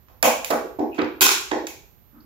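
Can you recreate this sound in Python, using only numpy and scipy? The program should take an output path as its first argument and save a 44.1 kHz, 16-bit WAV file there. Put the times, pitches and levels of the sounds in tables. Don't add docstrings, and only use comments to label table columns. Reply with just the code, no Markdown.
import sys
import numpy as np
from scipy import signal
from scipy.fft import rfft, irfft
from scipy.io import wavfile
from scipy.ndimage import uniform_filter1d

SR = 44100
rng = np.random.default_rng(int(sys.argv[2]) if len(sys.argv) > 2 else 0)


def volts_from_decibels(level):
    exponent = np.asarray(level, float) / 20
    return 10 ** exponent


def generate_wav(sig):
    pcm = np.round(np.clip(np.atleast_2d(sig).T, -1, 1) * 32767).astype(np.int16)
    wavfile.write(sys.argv[1], SR, pcm)


N = 99225

# (frequency [Hz], density [dB per Hz])
FAN_COLOUR = [(60, -3.5), (110, -9.5), (400, -24.5), (1500, -34), (7600, -45.5), (8300, -51.5),
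              (12500, -44), (15800, -38), (16300, -86)]
# (frequency [Hz], left minus right [dB])
FAN_LEFT = [(60, -10), (240, -8.5), (950, 0.5), (3770, -3.5), (15000, -3)]
# (frequency [Hz], level [dB])
WHINE_TONES = [(11881, -78), (12000, -64), (12119, -78), (59.5, -63)]
# (frequency [Hz], density [dB per Hz])
SNAP_COLOUR = [(800, 6.5), (1300, -1.5), (2000, -2), (2500, -7), (7400, -3.5), (8100, -9.5), (10500, -3.5),
               (15700, -2), (16000, -35)]
# (frequency [Hz], width [Hz], level [dB])
LEVERS = [(1360, 573, 8.5), (1850, 69, -17.5), (2420, 390, 8.5), (2645, 230, -3), (3220, 240, -6.5),
          (3620, 1000, -1), (4540, 190, -5.5), (5360, 240, -4), (6560, 1500, -3), (7220, 190, -9.5),
          (12300, 3000, -8.5)]
# (time [s], level [dB], band from [Hz], band to [Hz], room send
# [dB])
SNAPS = [(0.084, -52, 600, 6300, 0.5), (0.2266, -4.5, 3230, 17200, 1.5), (0.445, -14.5, 2000, 16850, -3),
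         (0.5037, -18, 2020, 16540, -0.5), (0.5081, -17.5, 4200, 16540, -15),
         (0.512, -24, 2000, 5200, -5.5), (0.792, -35.5, 1500, 6600, -3), (0.916, -52.5, 2434, 2840, 13),
         (0.929, -39.5, 2490, 2830, 0), (0.945, -41.5, 1090, 8700, 5), (0.981, -26.5, 900, 2900, 8.5),
         (0.987, -33, 2050, 5200, -16), (1.017, -27.5, 1000, 5010, -8.5), (1.045, -34, 1530, 5000, -11),
         (1.2079, -5, 2450, 16500, 11.5), (1.211, -8, 2320, 15930, -1.5), (1.216, -9.5, 5000, 15900, 5.5),
         (1.229, -7.5, 2877, 8850, 4), (1.237, -8.5, 2770, 9000, 7), (1.25, -10, 2306, 9000, -2.5),
         (1.266, -7.5, 1000, 8720, 0), (1.29, -4, 1000, 8200, -11), (1.513, -20.5, 1000, 3620, -5.5),
         (1.515, -24.5, 3030, 7370, -2.5), (1.668, -20.5, 2120, 7470, -5.5),
         (1.67, -31.5, 8800, 16630, 3.5), (1.669, -30.5, 2200, 2650, -10.5), (1.683, -39, 2237, 2435, -2.5),
         (1.704, -37.5, 2100, 2605, -15), (2.131, -61, 716, 1600, 6.5), (2.15, -63, 950, 1650, 4.5),
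         (2.162, -67.5, 926, 1650, 1.5), (2.204, -50, 4240, 5300, -7),
         (0.228, -15.5, 1094, 2046, -0.5), (0.231, -16, 2100, 3390, 5), (0.506, -23, 1025, 2000, 0.5),
          (0.793, -53, 3800, 4250, -5.5), (0.796, -42.5, 1485, 2157, -0.5), (0.987, -30, 3900, 4760, -6),
          (0.992, -24.5, 850, 2850, -2.5), (1.019, -42, 4180, 4984, -2), (1.21, -19, 763, 1623, 4.5),
          (1.211, -19.5, 1380, 1600, 3.5), (1.213, -18, 2424, 2700, 2.5), (1.217, -17, 9300, 16900, -2),
          (1.514, -24, 1632, 2080, -1)]
# (frequency [Hz], level [dB], nominal t60 [s])
PANELS = [(190, -9.5, 0.05), (239, -4.5, 0.086), (319.4, 7.5, 0.098), (337.4, 7, 0.08), (373, 2.5, 0.089),
          (441, -2.5, 0.13), (485.8, -2, 0.12), (523.5, -0.5, 0.091), (646, 2.5, 0.057), (743, -5, 0.12),
          (815, -4.5, 0.16), (917, 1, 0.051), (1000, 0.5, 0.045), (1076, 2, 0.06)]
# (time [s], level [dB], centre [Hz], width [octaves], room send [dB])
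KNOCKS = [(0.096, -51.5, 810, 1, 2), (0.228, -7, 575, 0.24, 5.5), (0.229, -11.5, 956, 0.67, 4.5),
          (0.25, -10, 817, 0.32, -10), (0.231, -14.5, 257.2, 0.23, 2.5), (0.503, -14.5, 585, 0.66, 2),
          (0.509, -3, 390, 0.34, 1), (0.509, -21, 1050, 0.47, 1), (0.531, -13.5, 715, 0.45, -7.5),
          (0.507, -23, 205, 0.33, 13), (0.64, -21.5, 425, 0.33, -3), (0.787, -18.5, 304, 0.58, 7),
          (0.788, -20, 754, 0.34, 5), (0.98, -26, 780, 0.5, 3), (0.987, -12.5, 336, 0.58, -3.5),
          (1.016, -15, 373, 0.47, -3.5), (1.209, -17.5, 384.3, 0.25, 5.5), (1.211, -14.5, 1026, 0.3, 6.5),
          (1.513, -16, 886, 0.27, 0.5), (1.514, -23.5, 626, 0.31, 4.5), (1.538, -22.5, 790, 0.4, -5.5),
          (1.565, -18.5, 382, 0.39, -9), (1.638, -24, 408, 0.75, -13), (1.516, -14, 350, 0.37, -2),
          (1.533, -29, 202, 0.31, -10), (2.129, -40.5, 243.5, 0.2, 7.5), (2.159, -43.5, 197, 0.56, 4),
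          (2.206, -34, 210, 0.31, -5)]
# (frequency [Hz], t60 [s])
ROOM_T60 = [(200, 0.41), (500, 0.49), (1500, 0.45), (4000, 0.49), (8000, 0.44), (14000, 0.35)]
# (frequency [Hz], correlation [-1 to 1])
TAIL_LIKENESS = [(150, 0.54), (350, 0.87), (700, 0.41), (1400, 0), (8000, 0.0048)]
# (time [s], level [dB])
PUSHES = [
    (0.233, -35),
    (0.787, -39.5),
    (1.02, -37),
    (1.206, -36),
    (1.515, -46),
]

WHINE_LEFT_DB, WHINE_FLUTTER_DB = -19.5, 1
SNAP_RISE_S, SNAP_T60_S, LEVER_SPREAD_DB = 0.00053, 0.024, 5.5
CABINET_LOW_HZ = 177.8
LEFT_LAG_S, DIRECT_LEFT_DB = 0.00025, -7.5
ROOM_GAP_S, ROOM_RISE_S, ROOM_LEFT_DB = 0.0011, 0.0072, -1.5
PUSH_HZ, PUSH_T60_S = 90, 0.2
MIC_LOW_HZ, NOTCH_HZ, NOTCH_WIDTH_HZ = 48.3, 8280, 430
LIMIT_DB, RELEASE_DB_PER_S, LIMIT_ATTACK_S = -2, 198, 0.0024


def rms_one(x):
    return x / np.sqrt(np.mean(x ** 2) + 1e-20)


def at_hz(points, hz):
    table_hz, values = np.transpose(points)
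    return np.interp(np.log(hz), np.log(table_hz), values)


def coloured(white, db_of_hz):
    n = white.shape[-1]
    hz = np.maximum(np.fft.rfftfreq(n, 1 / SR), 1)
    return irfft(rfft(white) * volts_from_decibels(db_of_hz(hz)), n)


def fan():
    left, right = rng.standard_normal((2, N))
    left = coloured(left, lambda hz: at_hz(FAN_COLOUR, hz) + at_hz(FAN_LEFT, hz))
    right = coloured(right, lambda hz: at_hz(FAN_COLOUR, hz))
    return volts_from_decibels(-52) * rms_one(np.array([left, right]))


def whine():
    t = np.arange(N) / SR
    flutter = rms_one(uniform_filter1d(rng.standard_normal(N), size=4000))
    tone = sum(volts_from_decibels(db + 8) * np.sin(2 * np.pi * hz * t) for hz, db in WHINE_TONES)
    return tone * volts_from_decibels(WHINE_FLUTTER_DB * flutter) * volts_from_decibels(np.array([[WHINE_LEFT_DB], [0]]))


def levers(x, luck):
    out = x.copy()
    for (hz, width_hz, db), own in zip(LEVERS, luck):
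        r = np.exp(-np.pi * width_hz / SR)
        peak = [(1 - r * r) / 2, 0, (r * r - 1) / 2]
        poles = [1, -2 * r * np.cos(2 * np.pi * hz / SR), r * r]
        out += volts_from_decibels(db + LEVER_SPREAD_DB * own) * signal.lfilter(peak, poles, x)
    return out


def snaps():
    out = np.zeros((2, N + SR))
    t = np.arange(2048) / SR
    colour = lambda hz: at_hz(SNAP_COLOUR, hz)
    fade = volts_from_decibels(-60 * t / SNAP_T60_S) * (1 - np.exp(-(t / SNAP_RISE_S) ** 2))
    click = coloured(np.roll(t == 0, 64) * 1., colour)
    click *= np.sqrt(np.sum(fade ** 2) / np.sum(click ** 2))
    events = SNAPS
    draws = rng.standard_normal((len(events), len(t) + len(LEVERS)))
    for (s, db, low_hz, high_hz, room_db), draw in zip(events, draws):
        white, luck = draw[:len(t)], draw[len(t):]
        band = signal.butter(3, [low_hz, min(high_hz, .45 * SR)], "band", fs=SR, output="sos")
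        burst = fade * rms_one(coloured(white, colour))
        pair = np.array([burst, volts_from_decibels(room_db) * click])
        size = volts_from_decibels(db - 3) * np.sqrt(16000 / (high_hz - low_hz))
        start = int(s * SR)
        out[:, start:start + len(t)] += size * levers(signal.sosfilt(band, pair), luck)
    return out[:, :N]


def ring(clicks, hz, t60):
    r = volts_from_decibels(-60 / (t60 * SR))
    w = 2 * np.pi * hz / SR
    return signal.lfilter([0, np.sin(w)], [1, -2 * r * np.cos(w), r * r], clicks + 1e-18)


def knocks():
    s, db, centre_hz, width, room_db = np.transpose(KNOCKS)
    out = np.zeros((2, N))
    luck = rng.normal(0, 1, (len(s), len(PANELS)))
    for k, (hz, level_db, t60) in enumerate(PANELS):
        clicks = np.zeros((2, N))
        off = np.log2(hz / centre_hz) / width
        size_db = db + level_db + 0.5 - 5.56 * off ** 2 + 0.83 * luck[:, k]
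        size = volts_from_decibels(size_db) * (-1) ** k
        clicks[:, (s * SR).astype(int)] = size, size * volts_from_decibels(room_db)
        out += ring(clicks, hz, 0.55 * t60)
    return signal.sosfilt(signal.butter(4, CABINET_LOW_HZ, "high", fs=SR, output="sos"), out)


def direct(x):
    n = np.arange(N)
    left = volts_from_decibels(DIRECT_LEFT_DB) * np.interp(n - LEFT_LAG_S * SR, n, x)
    return np.array([left, x])


def room(x):
    t = np.arange(SR) / SR
    white = rng.standard_normal((2, 2, SR))
    tail = 0
    edges = 100 * 2 ** np.arange(0, 7.6, .5)
    for k, (low, high) in enumerate(zip(edges, edges[1:])):
        band = signal.butter(2, [low, high], "band", fs=SR, output="sos")
        mid, side = signal.sosfilt(band, white[k % 2])
        hz = np.sqrt(low * high)
        alike = np.clip(at_hz(TAIL_LIKENESS, hz), -1, 1)
        t60 = at_hz(ROOM_T60, hz)
        decay = volts_from_decibels(-60 * t / t60) / np.sqrt(t60 * SR / 14)
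        pair = np.sqrt(1 + alike) * mid + np.sqrt(1 - alike) * side * [[1], [-1]]
        tail = tail + decay * pair
    tail = tail * (1 - np.exp(-np.maximum(t - ROOM_GAP_S, 0) / ROOM_RISE_S))
    return signal.fftconvolve(x[None], tail, axes=1)[:, :N] * volts_from_decibels(np.array([[ROOM_LEFT_DB], [0]]))


def pushes():
    s, db = np.transpose(PUSHES)
    clicks = np.zeros(N)
    clicks[(s * SR).astype(int)] = volts_from_decibels(db)
    lowpass = signal.butter(2, 2 * PUSH_HZ, fs=SR, output="sos")
    soft = signal.sosfilt(lowpass, ring(clicks, PUSH_HZ, PUSH_T60_S))
    return soft * volts_from_decibels(np.array([[-6.0], [1.5]]))


def scene():
    near, to_room = snaps() + knocks()
    return fan() + whine() + direct(near) + room(to_room) + pushes()


def band_limit(x):
    return signal.sosfilt(signal.butter(12, 17040, fs=SR, output="sos"), x)


def record(dry):
    t = np.arange(N) / SR
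    x = signal.sosfilt(signal.butter(4, MIC_LOW_HZ, "high", fs=SR, output="sos"), dry)
    x = signal.lfilter(*signal.iirnotch(NOTCH_HZ, NOTCH_HZ / NOTCH_WIDTH_HZ, fs=SR), x)
    peak_db = 20 * np.log10(np.abs(x).max(axis=0) + 1e-9)
    over = np.maximum(peak_db - LIMIT_DB, 0)
    release = RELEASE_DB_PER_S * t
    held = np.maximum.accumulate(over + release) - release
    r = np.exp(-1 / (LIMIT_ATTACK_S * SR))
    reduction_db = signal.lfilter([1 - r], [1, -r], held)
    mix = np.clip(x * volts_from_decibels(-reduction_db), -1, 1)
    return band_limit(mix)


dry = scene()
out = record(dry)
generate_wav(out)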